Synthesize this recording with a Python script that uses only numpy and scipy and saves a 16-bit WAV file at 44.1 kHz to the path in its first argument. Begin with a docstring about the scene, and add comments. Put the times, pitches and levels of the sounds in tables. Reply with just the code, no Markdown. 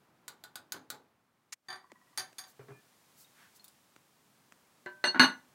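"""In a small, quiet kitchen, a rubber spatula is tapped clean on a glass pot of soup close by.
After a short crackle it drops into a glass bowl and rocks to rest, with a tick and a faint plop.
The glass lid is picked up with dull knocks; brushing, pings, a breath-like swell and clicks follow.
Last, the lid touches the pot, sings as it slides on the rim, and clatters into its seat.
Each blow on glass is a short crack, a noisy clatter and a set of ringing tones (modes)."""
import sys
import numpy as np
from scipy import signal
from scipy.io import wavfile

SR = 44100
rng = np.random.default_rng(int(sys.argv[2]) if len(sys.argv) > 2 else 0)


def waveform_to_disk(signal):
    """Save audio, clipped to [-1, 1], as 16-bit WAV at the path in sys.argv[1]."""
    frames = np.transpose(np.atleast_2d(signal))
    scaled = np.clip(frames, -1, 1) * 32767
    samples = np.round(scaled).astype(np.int16)
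    wavfile.write(sys.argv[1], SR, samples)


N = 244557

# loudness of the background: t/s, room noise level/dB, hiss level/dB
BACKGROUND_LEVELS = [(0, -66, -81), (1.0, -67, -94), (1.3, -72, -86), (1.8, -72, -80), (2.1, -68, -72),
                     (3.4, -67.5, -67), (4.0, -68.5, -71), (5.55, -64.5, -71)]
# tone colour of the room noise and the hiss: f/Hz, level/dB
ROOM_COLOUR = [(25, 14), (70, -3), (130, 1), (260, 0.5), (450, -6), (1100, -5), (3000, -17), (8000, -26.5)]
HISS_COLOUR = [(2000, 0.5), (8000, -1.5), (15500, -6)]

# taps and light clicks on the pot, knocks on the lifted lid, the lid landing: t/s, level/dB
SPATULA_TAPS = [(0.2803, -34.5), (0.4385, -40.5), (0.5565, -35), (0.7217, -29.5), (0.9025, -31.5)]
POT_CLICKS = [(3.643, -42.5), (3.681, -49)]
LID_KNOCKS = [(2.593, -50), (2.683, -49.5), (2.705, -51.5)]
LID_LANDINGS = [(4.861, -42.5), (5.0407, -24), (5.072, -37), (5.1452, -34), (5.158, -32.5), (5.1956, -14.5),
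                (5.2152, -23.5), (5.2316, -22), (5.2421, -26.5)]
# the spatula falls into the bowl and shifts twice: t/s, level/dB, treble tilt/(dB per octave)
BOWL_HITS = [(1.685, -45.5, -6), (1.702, -43.5, -6), (1.7277, -45.5, -5.5), (1.757, -53.5, -4),
             (2.1748, -32.5, 4.5), (2.183, -38.5, 2), (2.196, -38, 1), (2.3834, -41.5, 6),
             (2.388, -43, 3.5), (2.438, -52.5, -1)]

# the tones each object rings with: f/Hz, level/dB, t60/s (the time to fade by 60 dB)
POT_TONES = [(842, -19.5, 0.3), (1456, -9.5, 0.16), (1545, -16, 0.14), (13450, -14, .05)]
BOWL_TONES = [(374.2, -23.5, 0.26), (757, -22.5, 0.13), (1136, -17, 0.13), (1561, -14.5, 0.17),
              (1769, -10, 0.18), (1866, -14, 0.14), (3060, -20.5, 0.12), (3540, -10, 0.081),
              (4645, 2, 0.08), (4754, -6, 0.07), (6590, -8.5, 0.15), (8660, -12.5, 0.09), (8810, -12, 0.09),
              (9600, -13, 0.14), (10290, -17, .11), (10720, -20.5, 0.11), (11150, -16, 0.11),
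              (12280, -19, 0.1), (13680, -19.5, .12), (14080, -20, .11), (14560, -23, .11)]
ROCKING_TONES = [(1010, -3.5, 0.057), (1134, -4, 0.05), (1930, -6.5, 0.1)]
LIFT_TONES = [(127, -3, 0.2), (420, 0.5, 0.11)]
RIM_TONES = [(2843, -6, 0.15), (2883, -14, 0.13), (3702, -12.5, 0.16), (4075, -6.5, 0.13),
             (4352, -0.5, 0.14), (6128, -16.5, 0.22), (6270, -17.5, 0.12), (8125, -23.5, 0.23),
             (8900, -36, .15), (10270, -25.5, 0.16), (12685, -32.5, .17), (13750, -37, .14),
             (14070, -33, .14), (15167, -34, .14)]  # the lid's high tones
TILTED_TONES = [(366.5, -3, 0.15), (598, -23, 0.6), (985, -14.5, 0.28), (1504, -9, 0.15),
                (1544, -10.5, 0.6), (1724, -8, 0.22), (2000, -7.5, 0.11)]  # lid on one edge
SEATED_TONES = [(255, -3.5, 0.1), (339, -13, 0.17), (903, -15.5, 0.28), (1103, -15.5, 0.21),
                (1397, -11.5, 0.14), (1460, -3, 0.23), (1664, -9, 0.23), (1584, -6.5, 0.16),
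                (1710, -10, 0.26), (1990, -19, 0.26)]  # lid on the whole rim
# tone colour of the clatter, a crowd of short-lived tones under the clear ones: f/Hz, level/dB
POT_CLATTER = [(50, -14), (130, -6), (350, -0.5), (600, -3.5), (1400, 1), (2800, -9), (3700, 3.5),
               (4500, 3.5), (5500, -6.5), (6800, -0.5), (10000, -4), (16000, -7)]
BOWL_CLATTER = [(100, -9.5), (500, -8.5), (750, 5.5), (1800, 7.5), (2300, 4), (2800, -6.5), (3600, 5),
                (4700, 4), (5800, -0.5), (6600, 1.5), (7600, -11.5), (10000, -5.5), (15500, -25)]
LIFT_CLATTER = [(130, -2), (450, 0), (750, -4.5), (1600, -6.5), (8000, -41)]
LID_CLATTER = [(70, -31), (135, -9), (200, 8.5), (480, -4.5), (900, 2), (1700, 1), (2300, -1.5),
               (3400, -10), (4400, -5), (5400, -21), (6300, -16.5), (7300, -27.5), (10800, -32),
               (15500, -41)]

# dry ticks close by: t/s, level/dB, treble tilt/(dB per octave)
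DRY_TICKS = [(1.918, -42.5, -5), (2.329, -49.5, -3), (3.9625, -46.5, -3.5), (4.5225, -46, -3),
             (4.861, -43.5, -5)]
# faint brushing as things are handled: middle t/s, length/s, level/dB
BRUSH_STROKES = [(2.495, 0.094, -61.5), (3.21, 0.13, -58), (3.565, .05, -59.5)]
# a faint, soft, breath-like swell of noise: middle t/s, length/s, level/dB
SOFT_SWELLS = [(3.425, 0.21, -61.5)]
# the rim sings as the lid is lifted or seated: middle t/s, length/s, f/Hz, level/dB
RIM_SLIDES = [(2.75, 0.14, 2420, -64), (2.78, .11, 1740, -64), (5.088, 0.08, 4342, -27.5),
              (5.078, .08, 2825, -35), (5.07, 0.07, 8120, -42), (5.07, .07, 6120, -39),
              (5.247, 0.035, 6130, -31), (5.252, .07, 2885, -33)]
# tiny glass pings: t/s, f/Hz, level/dB, t60/s
GLASS_PINGS = [(3.246, 3750, -56.5, 0.061), (3.597, 4240, -52.5, 0.044)]
# tone colour of the small noises: f/Hz, level/dB
CRACKLE_SPECTRUM = [(400, -36), (1000, -7), (2100, 1), (3500, -4), (6500, 3), (16000, -15)]
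TICK_SPECTRUM = [(80, -12), (300, -6), (2000, -4.5), (4500, -13), (8000, -8), (10500, -31), (16000, -14)]
BRUSH_SPECTRUM = [(500, -27), (2500, -21), (4500, -2), (16000, -3)]
SWELL_SPECTRUM = [(700, -13), (1600, 3.5), (2700, -8), (14000, -22)]

FIRM_TAP_DB = -28.5  # softer taps are reckoned down from this level
RING_TIME = np.arange(SR // 2) / SR  # the half second after a blow


def amp(db):
    """Turns decibels into a factor to multiply by."""
    return 10 ** (np.asarray(db) / 20)


def read(points, hz):
    """Reads between the points of a curve, on a pitch-like (log) frequency scale."""
    f, value = np.transpose(points)
    return np.interp(np.log(hz + 1), np.log(f + 1), value)


def add(mix, s, sound):
    """Mixes a sound in, starting at s seconds."""
    part = mix[max(round(s * SR), 0):][:len(sound)]
    part += sound[:len(part)]


def colour(x, points, shape=lambda hz: 0, size=4096):
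    """Gives a sound a tone colour (points plus shape, in dB); white noise keeps its power."""
    hz = abs(np.fft.fftfreq(size, 1 / SR))
    gain = amp(read(points, hz) + shape(hz))
    response = np.exp(np.conj(signal.hilbert(np.log(gain))))  # nothing sounds ahead of its cause
    taps = np.fft.ifft(response).real[:size // 2]
    return signal.fftconvolve(x, taps / np.linalg.norm(taps))[:len(x)]


def background(dip_s=1.59, dip_length_s=0.12, depth_db=-11, hiss_share=0.49):
    """Low room noise and a thin hiss; the level dips briefly after the crackle."""
    s, room_db, hiss_db = np.transpose(BACKGROUND_LEVELS)
    t = np.arange(N) / SR
    dip_db = depth_db * np.exp(-(2 * (t - dip_s) / dip_length_s) ** 4)
    room = amp(np.interp(t, s, room_db) + dip_db) * colour(rng.standard_normal(N), ROOM_COLOUR)
    hiss_gain = amp(np.interp(t, s, hiss_db) + hiss_share * dip_db)
    return room + hiss_gain * colour(rng.standard_normal(N), HISS_COLOUR)


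def touch_db(hz, tilt_db, thud_db, knee_hz=1400):
    """A hard contact lifts the treble above the knee (tilt per octave); a heavy one adds thud."""
    return tilt_db * np.log2(np.hypot(hz, knee_hz) / 2000) + thud_db / (1 + (hz / 500) ** 4)


def spot_db(hz, depth_db=4.5, spacing_hz=170):
    """Each spot that is hit favours its own chance set of high glass tones."""
    grid = np.arange(200) * spacing_hz
    return depth_db * np.interp(hz, grid, rng.standard_normal(len(grid))) * hz / (hz + 2000)


def ringing(hz, tone_db, t60, detune=0.0012, uneven_db=1.0):
    """Fading tones after a blow; the spot that is hit shifts their pitch and strength a little."""
    t = RING_TIME[:, None]
    shift, strength = rng.standard_normal((2, len(hz)))
    sign = (-1) ** np.arange(len(hz))  # neighbouring tones start in opposite directions
    fade = amp(tone_db + uneven_db * strength - 60 * t / t60)
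    return np.sum(sign * fade * np.sin(2 * np.pi * hz * (1 + detune * shift) * t), axis=1)


def struck(blows, tones, spectrum, crack_db, crack_t60, clatter_t60, damping, crowd_db, crowd_hz):
    """Each blow on glass gives a crack, a clatter whose treble dies first, and clear tones."""
    out, t = np.zeros(N), RING_TIME
    hz, tone_db, t60 = np.transpose(tones)
    width = crowd_hz * np.sqrt(hz / 2000)

    def crowding_db(f):
        """A chattering contact gathers the clatter around the clear tones."""
        nearness = np.max((1 + ((f[:, None] - hz) / width) ** 2) ** -2, 1)
        return 10 * np.log10(1 + amp(crowd_db) ** 2 * nearness)

    for s, db, tilt_db, thud_db, ring_db in blows:
        noise = rng.standard_normal(len(t))
        band_hz, age, bands = signal.stft(noise, SR, nperseg=256)
        band_t60 = clatter_t60 * (np.maximum(band_hz, 500) / 2000) ** -damping
        clatter = signal.istft(bands * amp(-60 * age / band_t60[:, None]), SR, nperseg=256)[1][:len(t)]
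        contact = amp(13.5) * (t == 0)  # a spike at the instant of touching
        crack = noise * amp(-60 * t / crack_t60) + contact
        sharp = amp(crack_db + min(tilt_db, 0))  # a dull contact cracks less
        burst = (clatter + sharp * crack) / (1 + sharp)
        burst = colour(burst, spectrum,
                       lambda f: touch_db(f, tilt_db, thud_db) + crowding_db(f) + spot_db(f))
        ring = ringing(hz, tone_db + ring_db + touch_db(hz, tilt_db, thud_db), t60)
        add(out, s, amp(db) * (burst + ring))
    return out


def tap(s, db, tilt_db=2, tilt_slope=0.21, thud_db=-6, ring_db=-11, choke_slope=0.62):
    """A tap has little bass; a firmer one is brighter, and the rubber chokes more of the ring."""
    force_db = db - FIRM_TAP_DB
    return s, db, tilt_db + tilt_slope * force_db, thud_db, ring_db - choke_slope * force_db


def rebounds(s, db, gap_s=0.0215, firm_db=-42, force_slope=2.3, fade_db=4,
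             tilt_db=-8, thud_db=3, ring_db=-9):
    """The rubber blade flops back with two dull thuds that only firm taps bring out."""
    first_db = firm_db + force_slope * (db - FIRM_TAP_DB)
    return [(s + (k + 1) * gap_s, first_db - k * fade_db, tilt_db, thud_db, ring_db) for k in range(2)]


def spatula_on_pot(click_tilt_db=6, click_thud_db=-14, click_ring_db=-22):
    """The pot is struck by taps with their rebounds, and later by two light, bright clicks."""
    blows = [blow for s, db in SPATULA_TAPS for blow in [tap(s, db)] + rebounds(s, db)]
    blows += [(s, db, click_tilt_db, click_thud_db, click_ring_db) for s, db in POT_CLICKS]
    return struck(blows, POT_TONES, POT_CLATTER, crack_db=4, crack_t60=0.014,
                  clatter_t60=0.17, damping=0.53, crowd_db=3.5, crowd_hz=50)


def snaps(rows, spectrum, t60):
    """Tiny contacts: bursts of noise that die within milliseconds."""
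    out, t = np.zeros(N), RING_TIME[:SR // 20]
    for s, db, tilt_db in rows:
        burst = rng.standard_normal(len(t)) * amp(-60 * t / t60)
        add(out, s, amp(db) * colour(burst, spectrum, lambda hz: touch_db(hz, tilt_db, 0)))
    return out


def crackle(start_s=1.5225, length_s=0.016, peak_db=-35, edge_db=-10, tilt_db=-0.7, count=6):
    """A quick run of dry snaps that swells and dies."""
    progress = np.linspace(0, 1, count)
    levels = peak_db + edge_db * (1 - np.sin(np.pi * progress ** 0.61))
    rows = [(s, db, tilt_db) for s, db in zip(start_s + length_s * progress, levels)]
    return snaps(rows, CRACKLE_SPECTRUM, t60=0.015)


def spatula_in_bowl(thud_db=3.5, thud_slope=0.7, ring_db=-1, choke_slope=1.64):
    """Soft blows let the bowl ring; hard ones clatter and thud."""
    blows = [(s, db, tilt, thud_db + thud_slope * tilt, ring_db - choke_slope * tilt)
             for s, db, tilt in BOWL_HITS]
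    return struck(blows, BOWL_TONES, BOWL_CLATTER, crack_db=-2.5, crack_t60=0.04,
                  clatter_t60=0.18, damping=0.44, crowd_db=4, crowd_hz=56)


def rocking(start_s=1.7835, gap_s=0.0576, first_db=-60, fade_db=1.1, tilt_db=-8, thud_db=-8, ring_db=5):
    """The spatula rocks in the bowl: seven soft, evenly spaced blows that fade."""
    blows = [(start_s + k * gap_s, first_db - k * fade_db, tilt_db, thud_db, ring_db) for k in range(7)]
    return struck(blows, ROCKING_TONES, BOWL_CLATTER, crack_db=12, crack_t60=0.044,
                  clatter_t60=0.095, damping=0.2, crowd_db=16, crowd_hz=90)


def plop(s=1.921, db=-50, start_hz=560, end_hz=190, fall_s=0.0046, t60=0.066):
    """A very short tone that falls quickly in pitch."""
    out, t = np.zeros(N), RING_TIME
    hz = end_hz + (start_hz - end_hz) * np.exp(-t / fall_s)
    add(out, s, amp(db - 60 * t / t60) * np.sin(2 * np.pi * np.cumsum(hz) / SR))
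    return out


def soft_noise(rows, spectrum, grain_db=3):
    """Fine, grainy noise that swells and fades."""
    swell = np.zeros(N)
    for s, length, db in rows:
        add(swell, s - length / 2, amp(db) * np.hanning(round(length * SR)))
    grains = rng.standard_normal(N) * amp(grain_db * rng.standard_normal(N))
    return colour(swell * grains / grains.std(), spectrum)


def lid_lifted(tilt_db=-1, thud_db=-1.5):
    """Dull knocks as the hand takes up the lid."""
    blows = [(s, db, tilt_db, thud_db, 0) for s, db in LID_KNOCKS]
    return struck(blows, LIFT_TONES, LIFT_CLATTER, crack_db=-24, crack_t60=0.03,
                  clatter_t60=0.14, damping=0.11, crowd_db=6, crowd_hz=59.3)


def singing_rim():
    """Glass rubbing on glass feeds a single tone, which swells and fades."""
    out = np.zeros(N)
    for s, length, hz, db in RIM_SLIDES:
        t = np.arange(0, length, 1 / SR)
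        add(out, s - length / 2, amp(db) * np.hanning(len(t)) * np.sin(2 * np.pi * hz * t))
    return out


def pings():
    """Glass that is barely touched rings with a single tone."""
    out, t = np.zeros(N), RING_TIME
    for s, hz, db, t60 in GLASS_PINGS:
        add(out, s, amp(db - 60 * t / t60) * np.sin(2 * np.pi * hz * t))
    return out


def lid_blows(rows, low_tones, thud_db, thud_slope, ring_db, ring_slope, hard_db=-22.5):
    """Glass on glass is fully bright from hard_db up; gentler landings barely wake the rim tones."""
    out = np.zeros(N)
    for s, db in rows:
        force_db = db - hard_db
        softness = max(-force_db, 0)
        tilt_db = max(0.47 - 0.99 * softness, -10)  # softer is duller, down to a limit
        blow = (s, db, tilt_db, thud_db + thud_slope * force_db, ring_db + ring_slope * softness)
        high_tones = [(hz, tone_db - 0.7 * softness, t60) for hz, tone_db, t60 in RIM_TONES]
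        out += struck([blow], low_tones + high_tones, LID_CLATTER, crack_db=-14, crack_t60=0.047,
                      clatter_t60=0.17, damping=0.05, crowd_db=7.5, crowd_hz=56.5)
    return out


def lid_on_pot(seated_s=5.12):
    """The lid lands on one edge, then on the whole rim; the way it rests changes its low tones."""
    tilted = lid_blows([(s, db) for s, db in LID_LANDINGS if s < seated_s], TILTED_TONES,
                       thud_db=-10, thud_slope=-0.05, ring_db=-1.5, ring_slope=0.42)
    seated = lid_blows([(s, db) for s, db in LID_LANDINGS if s >= seated_s], SEATED_TONES,
                       thud_db=-2, thud_slope=0.24, ring_db=-1.5, ring_slope=0.05)
    return tilted + seated


def kitchen(x, t60s, first_s=0.005):
    """Scattered echoes off hob and walls; each band fades at its own speed (t60s: f/Hz, t60/s)."""
    t = RING_TIME
    echoes = rng.choice([-1., 1.], len(t)) * (rng.random(len(t)) < 0.1) * (t > first_s)
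    hz, age, bands = signal.stft(echoes, SR, nperseg=256)
    tail = signal.istft(bands * amp(-60 * age / read(t60s, hz)[:, None]), SR, nperseg=256)[1]
    return signal.fftconvolve(x, tail / np.linalg.norm(tail))[:N]


def scene():
    """Pot, bowl and lid echo in the kitchen; the small noises close by stay dry."""
    pot = spatula_on_pot()
    bowl = spatula_in_bowl() + rocking()
    lift = lid_lifted() + pings()
    lid = singing_rim() + lid_on_pot()
    to_walls = amp(-12) * pot + amp(-8.5) * bowl + amp(-7) * lift + amp(-14) * lid
    echoes = kitchen(to_walls, t60s=[(200, 0.33), (1500, 0.26), (5000, 0.215), (14000, 0.165)])
    small = crackle() + snaps(DRY_TICKS, TICK_SPECTRUM, t60=0.013) + plop()
    soft = soft_noise(BRUSH_STROKES, BRUSH_SPECTRUM) + soft_noise(SOFT_SWELLS, SWELL_SPECTRUM)
    return (background() + pot + bowl + lift + lid + echoes + small + soft)[None]


def record(dry, low_cut_hz=100, high_cut_hz=16000):
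    """The small microphone loses the bass, and the very highest treble is cut off."""
    low_cut = signal.butter(N=3, Wn=low_cut_hz, btype="high", fs=SR, output="sos")
    high_cut = signal.firwin(401, high_cut_hz, window=("kaiser", 8), fs=SR)
    return signal.oaconvolve(signal.sosfilt(low_cut, dry), high_cut[None], "same")


dry = scene()
out = record(dry)
waveform_to_disk(out)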